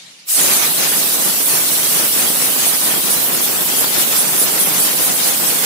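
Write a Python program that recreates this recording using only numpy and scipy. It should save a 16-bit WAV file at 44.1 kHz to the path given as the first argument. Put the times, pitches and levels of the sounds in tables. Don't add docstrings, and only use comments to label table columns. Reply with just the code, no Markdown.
import sys
import numpy as np
from scipy import signal
from scipy.fft import rfft, irfft, next_fast_len
from scipy.io import wavfile

SR = 44100
rng = np.random.default_rng(int(sys.argv[2]) if len(sys.argv) > 2 else 0)


def dump(signal):
    limited = np.clip(np.atleast_2d(signal).T, -1, 1)
    pcm = np.round(limited * 32767).astype(np.int16)
    wavfile.write(sys.argv[1], SR, pcm)


N = 249165
TIME = np.arange(N) / SR
FREQS = np.maximum(np.fft.rfftfreq(N, 1 / SR), 1)
CUTOFF_HZ = 15620

# (frequency [Hz], density [dB])
HALL_COLOUR = [(100, -25), (600, -6.5), (1300, -10), (2400, 1.5), (4400, 2.5), (7000, -4), (10700, -9),
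               (15500, -30)]
DRONE_COLOUR = [(30, -26), (80, -26), (125, -9), (163, 4), (205, 3), (300, -3), (600, -5), (1500, -15),
                (8000, -50)]
DRONE_DB = -58.5
HUM_S, HUM_LENGTH_S, HUM_DB = 0.078, 0.093, -58

OPEN_S, OPEN_RISE_S = 0.284, 0.0077
# (time [s], level [dB])
NOZZLE_LEVEL = [(.25, -18), (.65, -17.5), (.8, -18), (2.6, -17.5), (5.6, -18)]
# (time [s], level [dB])
EDGE_LEVEL = [(.25, -27), (.37, -14.5), (.62, -21), (1.0, -21), (1.7, -18.5), (3.0, -19.5), (3.6, -23.5),
              (4.2, -19.5), (5.6, -21)]
# (time [s], level [dB])
RUSH_LEVEL = [(.27, -31), (.345, -33), (.4, -19.5), (.55, -19.5), (.85, -20), (1.05, -25), (2.0, -21),
              (2.65, -21.5), (3.6, -24.5), (3.8, -22), (5.6, -22)]
# (time [s], level [dB])
WHISTLE_LEVEL = [(.28, -23), (.34, -15.5), (.45, -16.5), (.585, -17.5), (.62, -35), (.8, -90)]
# (frequency [Hz], density [dB])
NOZZLE_COLOUR = [(60, -50), (140, -48), (390, -50), (1200, -38), (2150, -10), (2900, 0), (4400, -1),
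                 (6700, -4.5), (7900, 4), (9800, -1.5), (11000, 4), (15000, 5.5)]
EDGE_COLOUR = [(300, -60), (2200, -35), (4500, -15.5), (6700, -9), (7900, -6.5), (9700, 1.5), (12000, -2.5),
               (15000, -12)]
RUSH_COLOUR = [(100, -53), (250, -34), (400, -8), (850, -0.5), (2800, 4), (6800, 4), (8800, -13),
               (11000, -47), (15000, -27)]
# (frequency [Hz], left minus right [dB])
NOZZLE_BALANCE = [(400, -1.6), (1600, -0.17), (6000, -0.93), (10800, -1), (14500, 0.73)]
EDGE_BALANCE = [(4500, -2.5), (7900, 0), (9800, -3), (13000, -2.5)]
RUSH_BALANCE = [(250, 27), (600, -13.5), (1100, -7), (2800, -1), (15000, 2)]
# (middle [s], length [s], dip [dB])
SWINGS = [(0.732, 0.054, 10), (1.06, 0.12, 5), (1.188, 0.051, 1), (1.423, 0.13, 6), (1.667, 0.2, 6),
          (1.849, 0.2, 1.5), (2.105, 0.077, 12), (2.32, 0.11, 6), (2.54, 0.1, 6), (2.787, 0.042, 10),
          (3.02, 0.063, 9), (3.248, 0.059, 6), (3.445, 0.19, 2), (3.663, 0.04, 9), (3.893, 0.063, 6),
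          (4.083, 0.056, 7), (4.308, 0.029, 4), (4.511, 0.037, 10), (4.732, 0.025, 4.5), (4.95, 0.052, 4.5),
          (5.168, 0.045, 10), (5.37, 0.047, 7.5), (5.568, 0.051, 5)]
# (middle [s], length [s], rise [dB])
CROSSINGS = [(0.774, 0.057, 3.5), (0.938, 0.16, 4.5), (1.14, 0.043, 4), (1.26, 0.09, 3.5),
             (1.51, 0.14, 3.5), (1.735, 0.044, 2.5), (1.793, 0.037, 1), (1.963, 0.2, 2), (2.2, 0.1, 2.5),
             (2.283, 0.034, 2), (2.433, 0.06, 2.5), (2.679, 0.05, 5.5), (2.88, 0.11, 2), (3.127, 0.056, 5),
             (3.247, .04, 3.5), (3.343, 0.035, 3.5), (3.442, 0.045, 5.5), (3.626, 0.021, 4.5),
             (3.791, 0.064, 7.5), (4.002, 0.055, 6.5), (4.195, 0.061, 5.5), (4.413, 0.067, 7),
             (4.616, 0.061, 7), (4.823, 0.11, 6), (5.048, 0.087, 6.5), (5.268, 0.049, 5.8),
             (5.477, .05, 5.5)]
# (middle [s], length [s], level [dB])
BLADE_PASSES = [(.84, .06, -23), (1.057, 0.21, -24.5), (1.293, 0.26, -24.5), (1.556, 0.14, -25),
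                (1.69, 0.15, -22.5), (1.85, 0.075, -22.5), (1.987, 0.034, -19), (2.137, 0.15, -28.5),
                (2.44, .06, -26), (2.7, 0.074, -37), (2.85, 0.061, -30), (3.1, 0.11, -39),
                (3.785, 0.086, -30), (4.01, 0.066, -25), (4.168, 0.044, -23), (5.25, 0.09, -23)]
NOZZLE_FLARE, RUSH_LOSS = 0.081, 0.39
NOZZLE_CLEAR, GUST_SAG = 0.1, 0.43

TOOT_S = 0.33
# (frequency [Hz], peak level [dB], rise to the peak [s])
TOOT_TONES = [(610, -42, 0.013), (700, -48, 0.035), (1340, -53, 0.036)]

WIND_S, WIND_RISE_S = (0.385, 0.357), 0.0026
WIND_DB, LULL_DB = (-22, -24.5), -14.5
WAVER_DB, WAVERS_PER_S = 0.76, 21
# (frequency [Hz], density [dB])
WIND_COLOUR = [(25, -32), (55, -25.5), (82, -21.5), (115, -10.5), (160, -1), (250, -1), (400, -1.5),
               (830, -5), (1600, -9), (2200, -11.5), (3500, -20), (7000, -39), (15000, -57)]
# (frequency [Hz], left minus right [dB])
WIND_BALANCE = [(60, 2), (150, 0), (350, -1), (1000, 1), (3000, 4)]
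# (middle [s], length [s], strength [dB])
GUSTS = [(0.468, 0.24, -3.5), (0.624, 0.11, -9), (0.797, 0.047, -3), (0.853, 0.1, -5), (0.927, 0.026, -8),
         (0.962, 0.023, -3), (1.006, 0.024, -3), (1.15, 0.023, -3), (1.224, 0.018, -4), (1.277, 0.043, 0),
         (1.573, 0.14, -1.5), (1.737, .02, -5), (1.8, 0.018, -11), (2.007, 0.17, -3.5), (2.183, 0.053, -5),
         (2.26, 0.089, -3), (2.417, 0.037, -5), (2.48, 0.057, -2.5), (2.64, 0.049, -4), (2.728, 0.061, -5),
         (2.908, 0.17, -3), (3.08, 0.092, -4.5), (3.171, 0.032, -0.5), (3.32, 0.16, -2), (3.499, 0.022, -4),
         (3.573, 0.14, -2.5), (3.696, 0.027, -1.5), (3.8, 0.17, -3), (4.01, 0.18, -3), (4.205, 0.2, -4.5),
         (4.422, 0.23, -2.5), (4.68, 0.33, -2.5), (4.88, 0.084, -3), (5.019, 0.094, -2.5),
         (5.101, 0.084, -3), (5.27, 0.21, -4), (5.438, 0.084, -1.5), (5.535, 0.065, -2.5),
         (5.64, 0.038, -4)]
# (middle [s], length [s], dip [dB])
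MISSES = [(0.727, 0.14, 1), (1.358, 0.012, 6), (1.44, 0.039, 4), (1.763, .025, 3), (2.11, 0.04, 2.5),
          (2.795, 0.053, 5.5), (3.02, 0.029, 7), (3.648, 0.016, 3)]

# (frequency [Hz], level against the steady part [dB])
FLICKER_COLOUR = [(1500, -13), (3200, 4), (6500, 12.5), (9000, -0.5), (15000, 2)]
FLICKER_DECAY_S, FLICKER_HZ = 0.0041, 12.3
FRAME_SIZE = 1024


def from_db(db):
    return 10 ** (np.asarray(db) / 20)


def rms_one(x):
    return x / np.sqrt(np.mean(x ** 2) + 1e-20)


def level(rows):
    s, db = np.transpose(rows)
    return from_db(np.interp(TIME, s, db, left=-np.inf))


def over_hz(points):
    hz, db = np.transpose(points)
    return np.interp(np.log(FREQS), np.log(hz), db)


def drift(rate):
    noise = rfft(rng.standard_normal((2, N)))
    return rms_one(irfft(noise / (1 + (FREQS / rate) ** 2), N))


def turbulence(colour, balance=None, lumps_db=0, lump_rate=100):
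    eddies = rng.standard_normal((2, N)) * from_db(lumps_db * drift(lump_rate))
    lean = 0 if balance is None else over_hz(balance) * np.array([[.5], [-.5]])
    gain = from_db(over_hz(colour) + lean) * (FREQS < CUTOFF_HZ)
    return rms_one(irfft(rfft(eddies) * gain, N))


def filtered(x, gain):
    size = next_fast_len(N + SR // 2)
    size_gain = np.interp(np.fft.rfftfreq(size, 1 / SR), FREQS, gain)
    return irfft(rfft(x, size) * size_gain, size)[..., :N]


def resonance(hz, width):
    gain = 1 / (1 + (2 * (FREQS - hz) / width) ** 2)
    return rms_one(filtered(rng.standard_normal((2, N)), gain))


def swell(s, length, order):
    distance = np.abs(2 * (TIME - s) / length)
    return np.exp(-np.minimum(distance, 10) ** order)


def opening(s, rise):
    return .5 + .5 * np.tanh((TIME - s) / (2 * rise))


def workshop():
    tail = from_db(-37.0 - 25 * TIME) * turbulence(HALL_COLOUR)
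    drone = from_db(DRONE_DB) * turbulence(DRONE_COLOUR)[0]
    hum_noise = resonance(hz=165, width=74)[0]
    hum = from_db(HUM_DB) * swell(HUM_S, HUM_LENGTH_S, order=6) * hum_noise
    return tail + drone + hum


def swing_sag():
    return sum(db * swell(s, length, order=2) for s, length, db in SWINGS)


def jet():
    flare_db = sum(db * swell(s, length, order=6) for s, length, db in CROSSINGS)
    sag_db = swing_sag()
    nozzle_gain = level(NOZZLE_LEVEL) * from_db(NOZZLE_FLARE * flare_db + NOZZLE_CLEAR * sag_db)
    nozzle = nozzle_gain * turbulence(NOZZLE_COLOUR, NOZZLE_BALANCE)
    edge = level(EDGE_LEVEL) * from_db(flare_db) * turbulence(EDGE_COLOUR, EDGE_BALANCE)
    rush_gain = level(RUSH_LEVEL) * from_db(-sag_db - RUSH_LOSS * flare_db)
    rush = rush_gain * turbulence(RUSH_COLOUR, RUSH_BALANCE, lumps_db=2.06, lump_rate=12)
    blade_gain = sum(from_db(db) * swell(s, length, order=2) for s, length, db in BLADE_PASSES)
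    blades = blade_gain * resonance(hz=5300, width=4600)
    whistle = level(WHISTLE_LEVEL) * resonance(hz=8900, width=4900)
    return opening(OPEN_S, OPEN_RISE_S) * (nozzle + edge + rush + blades + whistle)


def toot():
    age = np.maximum(TIME - TOOT_S, 0)
    tones = 0
    for hz, db, rise in TOOT_TONES:
        envelope = age / rise * np.exp(1 - age / rise)
        tones = tones + from_db(db) * envelope * np.sin(2 * np.pi * hz * age)
    return tones


def gust_strength():
    gusts = [from_db(db) * swell(s, length, order=6) for s, length, db in GUSTS]
    return np.max(gusts, axis=0)


def port_wind():
    miss_db = sum(db * swell(s, length, order=4) for s, length, db in MISSES)
    gusts = gust_strength() * from_db(-GUST_SAG * swing_sag())
    exposure = np.array([np.maximum(gusts, from_db(LULL_DB)), from_db(-miss_db)])
    flow = np.array([opening(s, WIND_RISE_S) * from_db(db + WAVER_DB * waver)
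                     for s, db, waver in zip(WIND_S, WIND_DB, drift(WAVERS_PER_S))])
    return flow * exposure * turbulence(WIND_COLOUR, WIND_BALANCE, lumps_db=2.5, lump_rate=380)


def flickering(x):
    overlap = FRAME_SIZE * 3 // 4
    hz, _, frames = signal.stft(x, SR, nperseg=FRAME_SIZE, noverlap=overlap)
    count = frames.shape[-1]
    keep = np.exp(-2 * np.pi * FLICKER_HZ * FRAME_SIZE / 4 / SR)
    chance = rng.standard_normal((2, FRAME_SIZE, 2 * count))
    wander = signal.lfilter([1], [1, -2 * keep, keep ** 2], chance)[..., count:]
    decay = np.exp(-np.arange(FRAME_SIZE) / SR / FLICKER_DECAY_S)[:, None]
    bands = rfft(wander * decay, axis=1)
    depth = from_db(np.interp(hz, FREQS, over_hz(FLICKER_COLOUR)))[:, None]
    gain = np.abs(1 + depth * bands / np.std(bands)) / np.sqrt(1 + depth ** 2)
    return signal.istft(frames * gain, SR, nperseg=FRAME_SIZE, noverlap=overlap)[1][:, :N]


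def scene():
    return flickering(jet() + workshop()) + toot() + port_wind()


def record(dry):
    rounded = dry / (1 + (dry / .8) ** 8) ** (1 / 8)
    return filtered(rounded, 1 / np.sqrt(1 + (FREQS / CUTOFF_HZ) ** 600))


dry = scene()
out = record(dry)
dump(out)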